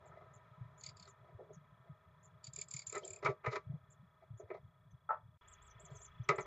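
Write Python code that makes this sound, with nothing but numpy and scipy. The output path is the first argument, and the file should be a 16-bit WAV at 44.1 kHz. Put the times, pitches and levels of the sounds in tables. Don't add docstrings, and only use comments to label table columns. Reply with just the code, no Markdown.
import sys
import numpy as np
from scipy import signal
from scipy.fft import rfft, irfft, next_fast_len
from scipy.io import wavfile
from scipy.ndimage import uniform_filter1d

SR = 44100
rng = np.random.default_rng(int(sys.argv[2]) if len(sys.argv) > 2 else 0)


def wav_out(sig):
    wavfile.write(sys.argv[1], SR, np.round(np.clip(np.atleast_2d(sig).T, -1, 1) * 32767).astype(np.int16))


N = 284886
DROPOUT_START_S, DROPOUT_END_S = 5.375, 5.411

# (frequency [Hz], width [Hz], level [dB])
BOX_MODES = [(377.5, 45, -11), (411.9, 36, 3), (480, 42, -11), (560, 39, -11.5), (615.7, 27, -2.5),
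             (647.5, 14, -19), (840, 56, -18), (984.3, 40, -8), (1040, 78, -18), (1157, 16, -6),
             (1259.5, 47.5, -1.5), (1315, 30, -18), (1602, 42, -17.5), (1821, 52, -7), (2023, 85, 1.5),
             (2251, 47, -2.5), (2460, 65, -26.5), (3760, 600, -21.5), (5036, 99, -18.5)]
# (frequency [Hz], gain [dB])
WOOD_EQ = [(200, 10), (310, -13.5), (380, 0), (700, 0), (1300, 1), (2350, -4.5), (2800, -11), (3300, -5.5),
           (3950, -1), (5600, -5), (6800, -2.5), (9000, -11.5)]
# (frequency [Hz], level [dB])
AIR_EQ = [(300, -4), (400, -12), (630, 2), (1000, 4.5), (1300, 0.5), (1600, 5), (1800, 1), (2050, -15),
          (2400, -7.5), (2950, -4), (3800, -12), (4400, -20), (8000, -17)]
# (time [s], level [dB])
AIR_FADE = [(0, -66.5), (.8, -67), (1.5, -70.5), (2.9, -70.5), (3.6, -72), (5.37, -77.5)]
# (frequency [Hz], level [dB])
RUMBLE_EQ = [(15, -49), (30, -43), (55, -18.5), (90, -5), (124, -5.5), (160, -3.5), (200, -24.5),
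             (300, -32.5), (600, -80), (2000, -120)]
# (peak time [s], half length [s], level [dB])
SHUFFLES = [(0.155, 0.19, -62.5), (1.072, 0.0094, -62.5), (1.277, 0.075, -64.5), (1.873, 0.031, -66.5),
            (3.142, 0.16, -68.5), (3.736, 0.038, -65), (4.231, 0.014, -63), (4.523, .06, -56.5),
            (5.898, 0.11, -62.5), (6.44, .05, -49)]
# (peak time [s], level [dB], pitch [Hz])
FOOTFALLS = [(0.616, -40.5, 123), (0.658, -50, 126), (1.353, -48.5, 104), (1.573, -47.5, 154),
             (1.902, -45.5, 145), (2.486, -47.5, 128), (2.75, -45.5, 134.4), (3.253, -41, 139),
             (3.294, -36.5, 132), (3.481, -33.5, 124), (3.673, -43, 117), (3.703, -35.5, 137),
             (3.743, -37.5, 149), (4.311, -43.5, 122), (4.342, -45, 116), (4.942, -50.5, 130),
             (5.922, -45, 134), (6.205, -36, 119.5), (6.299, -36, 147), (6.389, -46.5, 142)]
# (time [s], level [dB])
WALL_BLOWS = [(5.09, -29), (5.104, -24), (5.121, -34.5), (5.135, -44.5)]
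# (frequency [Hz], level [dB], t60 [s])
WALL_MODES = [(445, -20.5, 0.21), (617, -6.5, 0.16), (687, -13.5, 0.18), (885, -3.5, 0.17),
              (1210, -6, 0.11), (1314, 4.5, 0.12), (1353, -12.5, 0.17), (1484, -21.5, .08),
              (1848, -18.5, 0.1)]
# (time [s], level [dB])
CLAW_TICKS = [(2.562, -40), (2.614, -46), (2.709, -47), (2.866, -49.5), (3.048, -55.5), (6.289, -34.5)]
# (peak time [s], level [dB], swell [s], t60 [s], hardness [dB], scratch [dB])
STROKES = [(.125, -65, .015, 0.077, 7.5, -42), (0.22, -67.5, 0.01, 0.07, 6, -35),
           (1.078, -61.5, 0.0034, .06, 5.5, -2.5), (1.402, -51.5, 0.013, 0.18, -24, -45),
           (1.503, -53, 0.0089, 0.089, -26, -45), (2.584, -56.5, 0.0067, 0.042, -13, -12),
           (2.928, -48, 0.0044, 0.049, -8.5, -10.5), (2.966, -42.5, 0.023, 0.1, -1.5, -16),
           (3.055, -52, 0.033, 0.31, -20, -15.5), (3.231, -44, 0.005, 0.23, -2.5, -21.5),
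           (3.249, -43.5, 0.0021, 0.071, 3.5, -5.5), (3.265, -35.5, 0.009, 0.093, 5, -18),
           (3.305, -36.5, 0.022, 0.092, -14.5, -29), (3.451, -46.5, 0.0076, 0.065, 3, -26),
           (3.467, -38.5, 0.0069, 0.12, 2, -19.5), (3.533, -43.5, 0.019, 0.16, -1.5, -13.5),
           (3.561, -40.5, 0.0084, 0.071, 1.5, -11.5), (4.404, -49, .005, .14, -16.5, -45),
           (4.503, -41.5, 0.0012, 0.14, -8.5, -45), (5.912, -62, 0.017, 0.26, -14, -17.5),
           (6.291, -29.5, 0.0018, 0.078, 5, -11.5), (6.311, -35.5, 0.0048, 0.18, -5, -27.5),
           (6.384, -36, 0.0015, 0.1, -2, -24)]
# (low [Hz], high [Hz])
STROKE_BANDS = [(300, 780), (780, 1550), (1550, 2700), (2700, 7500)]
# (time [s], length [s], top of the arch [Hz], level [dB])
NESTLING_CHEEPS = [(0.053, 0.036, 7600, -69.5), (.332, 0.041, 7300, -67), (0.773, 0.046, 7160, -66),
                   (1.072, 0.044, 7330, -64), (1.526, 0.035, 6790, -66), (2.227, 0.043, 7340, -66.5),
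                   (3.898, 0.04, 7520, -66), (4.371, 0.039, 7170, -66.5), (4.905, 0.022, 6250, -79),
                   (5.474, 0.072, 8160, -60.5), (5.616, 0.072, 8120, -64.5), (5.696, 0.025, 6140, -61),
                   (5.793, .075, 8300, -57.5), (5.9, .052, 7520, -72), (5.945, 0.074, 8000, -64),
                   (5.952, 0.029, 6560, -57), (6.012, 0.059, 7350, -54.5), (6.231, 0.024, 6140, -70),
                   (6.353, 0.069, 8250, -57.5), (6.4, 0.037, 6630, -59.5)]
# (first pulse [s], last pulse [s], first pitch [Hz], last pitch [Hz],
# level [dB], opening offset [dB], closing offset [dB], second harmonic offset [dB])
ADULT_CHURRS = [(0.812, .891, 2276, 2330, -46.5, -12.5, -12, -2.5),
                (0.971, 1.056, 2375, 2174, -61.5, -0.5, -19, 5),
                (2.444, 2.47, 2320, 2280, -59, 9.5, 6.5, -1),
                (2.536, 2.616, 2394, 2418, -43.5, -5, 5, -13.5),
                (2.686, 2.82, 2455, 2323, -39.5, -13.5, -17, -11.5),
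                (2.871, 2.981, 2367, 2438, -44, 4.5, -1, -24.5),
                (3.051, 3.189, 2474, 2460, -44.5, 1, -23.5, -24)]

# (frequency [Hz], gain [dB])
LATE_AIR_EQ = [(400, -1.5), (630, -6), (1100, -0.5), (1800, 2), (2600, 6), (3100, 9), (3800, -3),
               (5000, 2.5)]
DEEP_RUMBLE_EQ = [(12, -16), (25, -12), (50, 2.5), (80, 2), (160, -12), (300, -41), (2000, -100)]
RUSTLE_EQ = [(250, -42.5), (340, 1.5), (430, -4.5), (560, 4), (700, 10.5), (1000, -0.5), (1300, -8),
             (2400, -13), (2800, -17.5), (5000, -22.5), (9000, -32)]
RATTLE_EQ = [(300, -42), (600, -4), (900, -4.5), (1080, -7), (1300, -3.5), (1600, -14.5), (2300, -32),
             (3200, -48), (6000, -66)]
TICK_EQ = [(1500, -34), (4000, -4.5), (7500, 5), (9500, 17.5), (12000, 14), (15000, 8.5)]
RASP_EQ = [(1800, -42.5), (2350, 0.5), (2850, -8), (3500, -1.5), (4300, -2), (5200, 3), (6000, -24.5),
           (7400, 3.5), (9000, -9)]
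SIDE_EQ = [(100, -20.5), (600, -21), (1200, -21), (2200, -23.5), (6000, -20.5)]
CAMERA_EQ = [(7300, 0), (7700, -4), (8100, -23.5), (8800, -33), (12000, -46)]
FIZZ_EQ = [(8000, -105), (13000, -101), (15400, -84.5)]


def amp(db):
    return 10 ** (np.asarray(db) / 20)


def unit(x):
    return x / np.sqrt(np.mean(x ** 2) + 1e-20)


def wobble(shape, samples):
    return unit(uniform_filter1d(rng.standard_normal(shape), size=samples))


def curve(points, hz):
    corners, db = np.transpose(points)
    return amp(np.interp(np.log(hz + 1), np.log(corners), db))


def filtered(x, response):
    n = x.shape[-1]
    padded = next_fast_len(n + 8192)
    return irfft(rfft(x, padded) * response(np.fft.rfftfreq(padded, 1 / SR)), padded)[..., :n]


def eq(x, points):
    return filtered(x, lambda hz: curve(points, hz))


def add(track, start, sound):
    i = max(round(start * SR), 0)
    track[i:i + len(sound)] += sound[:max(N - i, 0)]


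def box(hz, direct_db=-23):
    modes = sum(amp(db) * 1j * hz * width / (centre ** 2 - hz ** 2 + 1j * hz * width)
                for centre, width, db in BOX_MODES)
    return curve(WOOD_EQ, hz) * (amp(direct_db) + modes)


def walls(x, wet_db, t60, predelay_s=0.0012):
    t = np.arange(SR // 5) / SR
    tail = rng.standard_normal(len(t)) * amp(-60 * t / t60) * (t > predelay_s)
    return np.pad(x, (0, len(t) - 1)) + amp(wet_db) * signal.fftconvolve(x, tail / np.linalg.norm(tail))


def outdoor_air(late_air_db=-67, rumble_db=-68, late_rumble_db=-71, restless_db=3):
    t = np.arange(N) / SR
    air = unit(filtered(rng.standard_normal(N),
                        lambda hz: box(hz) * curve(AIR_EQ, hz) * amp(-60 * (hz < 200))))
    swells = amp(restless_db * wobble(N, 4000))
    rumble = unit(swells * eq(rng.standard_normal(N), RUMBLE_EQ))
    early = amp(np.interp(t, *np.transpose(AIR_FADE))) * air + amp(rumble_db) * rumble
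    late = amp(late_air_db) * eq(air, LATE_AIR_EQ) + amp(late_rumble_db) * rumble
    return np.where(t < DROPOUT_START_S, early, late)


def deep_rumble(level_db=-68):
    noise = unit(eq(rng.standard_normal(N), DEEP_RUMBLE_EQ))
    return amp(level_db) * noise * (np.arange(N) / SR > DROPOUT_END_S)


def camera_whine(frame_hz=30, pitch_hz=3360, early_db=-81, late_db=-69, shake_hz=35):
    t = np.arange(N) / SR
    early = t < DROPOUT_START_S
    cycle = (t * frame_hz + np.where(early, .11, -.1)) % 1 - .5
    pitch_shake, level_shake = wobble((2, N), 100)
    hook_hz = 500 * cycle ** 2 + 16000 * np.maximum(cycle - .12, 0) ** 2
    hz = pitch_hz + hook_hz + shake_hz * pitch_shake
    level = amp(np.where(early, early_db, late_db) + 2 * level_shake)
    return level * np.exp(-(cycle / .22) ** 2) * np.sin(2 * np.pi * np.cumsum(hz) / SR)


def feather_rustle(lumpy_db=5.5):
    t = np.arange(N) / SR
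    pressure = sum(amp(db) * np.exp(-((t - peak) / half) ** 2) for peak, half, db in SHUFFLES)
    rubbing = amp(lumpy_db * wobble(N, 700)) * rng.standard_normal(N)
    return pressure * unit(filtered(rubbing, lambda hz: box(hz) * curve(RUSTLE_EQ, hz)))


def foot_thumps(rise_s=0.0057, fall_s=0.01085, shift_gap_s=0.17, shift_db=-56.5, shift_hz=130.7):
    out = np.zeros(N)
    lead = .05
    t = np.arange(SR // 5) / SR - lead
    swell = np.where(t < 0, np.exp(-(t / rise_s) ** 2), 1 / np.cosh(t / fall_s))
    shifts = [((k + .5 * late) * shift_gap_s, shift_db + 2 * weight, shift_hz + 23 * stiffness)
              for k, (late, weight, stiffness) in enumerate(rng.standard_normal((60, 3)), 1)]
    for peak, db, hz in FOOTFALLS + shifts:
        add(out, peak - lead, amp(db) * swell * np.sin(2 * np.pi * (hz * t + rng.random())))
    return out


def wall_knocks(attack_s=0.0032, swing_t60=0.022, ring_db=-12, rattle_db=-12, rattle_t60=0.17):
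    out = np.zeros(N)
    t = np.arange(SR // 4) / SR
    onset = 1 - np.exp(-(t / attack_s) ** 2)
    for start, db in WALL_BLOWS:
        ring = sum(amp(level + 2 * rng.standard_normal() - 60 * t / t60)
                   * np.sin(2 * np.pi * (hz * t + rng.random())) for hz, level, t60 in WALL_MODES)
        ring *= amp(ring_db) + amp(-60 * t / swing_t60)
        rattle = unit(eq(rng.standard_normal(len(t)), RATTLE_EQ)) * amp(rattle_db - 60 * t / rattle_t60)
        add(out, start, amp(db) * onset * (ring + rattle))
    return out


def claw_ticks(t60=0.017):
    out = np.zeros(N)
    t = np.arange(SR // 30) / SR
    for start, db in CLAW_TICKS:
        add(out, start, amp(db - 60 * t / t60) * rng.standard_normal(len(t)))
    return eq(out, TICK_EQ)


def scuffs(grit=0.21, full_contact_db=-42.5, lead_in_db=-20, tail_db=-27, tail_t60=0.057):
    out = np.zeros(N)
    lead = .08
    t = np.arange(SR // 3) / SR - lead
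    hz = np.fft.rfftfreq(2 * len(t), 1 / SR)
    filters = [signal.butter(3, band, "bandpass", fs=SR, output="sos") for band in STROKE_BANDS]
    colour = np.array([signal.sosfreqz(sos, hz, fs=SR)[1] for sos in filters]) * box(hz)
    for peak, db, swell, t60, hardness, scratch in STROKES:
        rising = np.exp(-(t / swell) ** 2) + amp(lead_in_db) * np.exp(-(t / (2 * swell)) ** 2)
        falling = amp(-60 * t / t60) + amp(tail_db - 60 * t / tail_t60)
        stroke = np.where(t < 0, rising, falling)
        force = stroke * rng.standard_normal(len(t)) * np.exp(grit * wobble(len(t), 30))
        rings = irfft(rfft(force, 2 * len(t)) * colour)[:, :len(t)]
        softening = .9 * min(db - full_contact_db, 0)
        gains = amp(db + np.array([0, hardness, hardness + softening - 2.5, scratch - 1]))
        makeup = np.linalg.norm(stroke) / np.linalg.norm(rings, axis=1)
        add(out, peak - lead, (gains * makeup) @ rings)
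    return out


def cheeps(start_hz=5900, end_hz=5300, pull=0.8, fade_s=0.009, waver=.011, flutter_db=4.5, trim_db=-3):
    out = np.zeros(N)
    for start, length, top, db in NESTLING_CHEEPS:
        t = np.arange(int(length * SR)) / SR
        noise = rng.standard_normal((2, len(t)))
        pitch_shake, level_shake = unit(signal.fftconvolve(noise, np.hanning(70)[None], "same"))
        climb, drop = pull * np.abs([top - start_hz, top - end_hz])
        hz = top - np.linspace(-np.sqrt(climb), np.sqrt(drop), len(t)) ** 2
        swell = np.sin(np.pi / 2 * np.clip(np.minimum(t, length - t) / fade_s, 0, 1)) ** 2
        whistle = np.sin(2 * np.pi * np.cumsum(hz * (1 + waver * pitch_shake)) / SR)
        level = amp(db + trim_db + flutter_db * level_shake)
        add(out, start, walls(level * swell * whistle, wet_db=-5, t60=0.066))
    return out


def squeak(start_s=3.031, length_s=0.015, start_hz=2950, end_hz=3450, level_db=-53):
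    out = np.zeros(N)
    hz = np.linspace(start_hz, end_hz, int(length_s * SR))
    note = np.hanning(len(hz)) * np.sin(2 * np.pi * np.cumsum(hz) / SR)
    add(out, start_s, walls(amp(level_db) * note, wet_db=-7, t60=.07))
    return out


def churr_pulses(period_s=.027, second_growth_db=9):
    for start, end, start_hz, end_hz, db, opening_db, closing_db, second_db in ADULT_CHURRS:
        for progress in np.linspace(0, 1, round((end - start) / period_s) + 1):
            effort = db + opening_db * (1 - progress) ** 5
            closing = closing_db * progress ** 5
            low = effort + 0.52 * closing
            first = low - 10.5 - 26 * (1 - progress) ** 4
            second = low + second_db + second_growth_db * (progress - .5)
            pitch = start_hz + progress * (end_hz - start_hz)
            yield start + progress * (end - start), pitch, first, second, effort + closing


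def pulse_swell(t, rise_s=0.0019, fall_s=0.0025, trail_s=.004, trail_db=-11):
    peak = np.exp(-(t / np.where(t < 0, rise_s, fall_s)) ** 2)
    trail = np.exp(-((t - trail_s) / np.where(t < trail_s, trail_s, 0.0029)) ** 2)
    return peak + amp(trail_db) * trail


def churrs(droop=0.14, roughness=0.023, low_lag_s=0.0025, rasp_db=-13, trim_db=3):
    out = np.zeros(N)
    lead = .012
    t = np.arange(int(4 * lead * SR)) / SR - lead
    glide = 1.025 - droop / (1 + np.exp(-(t - .0038) / 0.0021))
    for peak, pitch, first, second, third in churr_pulses():
        jitter = roughness * (1 + (t > .003)) * wobble(len(t), 30)
        phase = 2 * np.pi * np.cumsum(pitch * (glide + jitter)) / SR
        tone = amp(first) * pulse_swell(t - low_lag_s) * np.sin(phase)
        tone += pulse_swell(t) * (amp(second) * np.sin(2 * phase) + amp(third) * np.sin(3 * phase))
        rasp = unit(eq(rng.standard_normal(len(t)), RASP_EQ)) * np.exp(-((t - .004) / 0.012) ** 2)
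        rasp *= amp(rasp_db) * (0.89 * amp(second) + 0.18 * amp(third))
        add(out, peak - lead, walls(amp(trim_db) * (tone + rasp), wet_db=-8, t60=0.08))
    return out


def scene():
    calls = cheeps() + churrs() + squeak()
    movements = scuffs() + claw_ticks() + wall_knocks() + foot_thumps() + feather_rustle()
    mid = calls + movements + camera_whine() + outdoor_air() + deep_rumble()
    smear = walls(mid, wet_db=1, t60=.02)[:N] - mid
    side = eq(smear, SIDE_EQ)
    return np.array([mid + side, mid - side])


def record(dry, top_hz=15500):
    t = np.arange(N) / SR
    late = t > DROPOUT_END_S
    gate = uniform_filter1d(1.0 * ((t < DROPOUT_START_S) | late), size=100)
    sound = gate * eq(dry, CAMERA_EQ)
    hiss = amp(-93.5) * rng.standard_normal(N) + amp(-106) * rng.standard_normal((2, N))
    fizz = late * eq(rng.standard_normal(N), FIZZ_EQ)
    return filtered(sound + hiss + fizz, lambda hz: hz < top_hz)


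dry = scene()
out = record(dry)
wav_out(out)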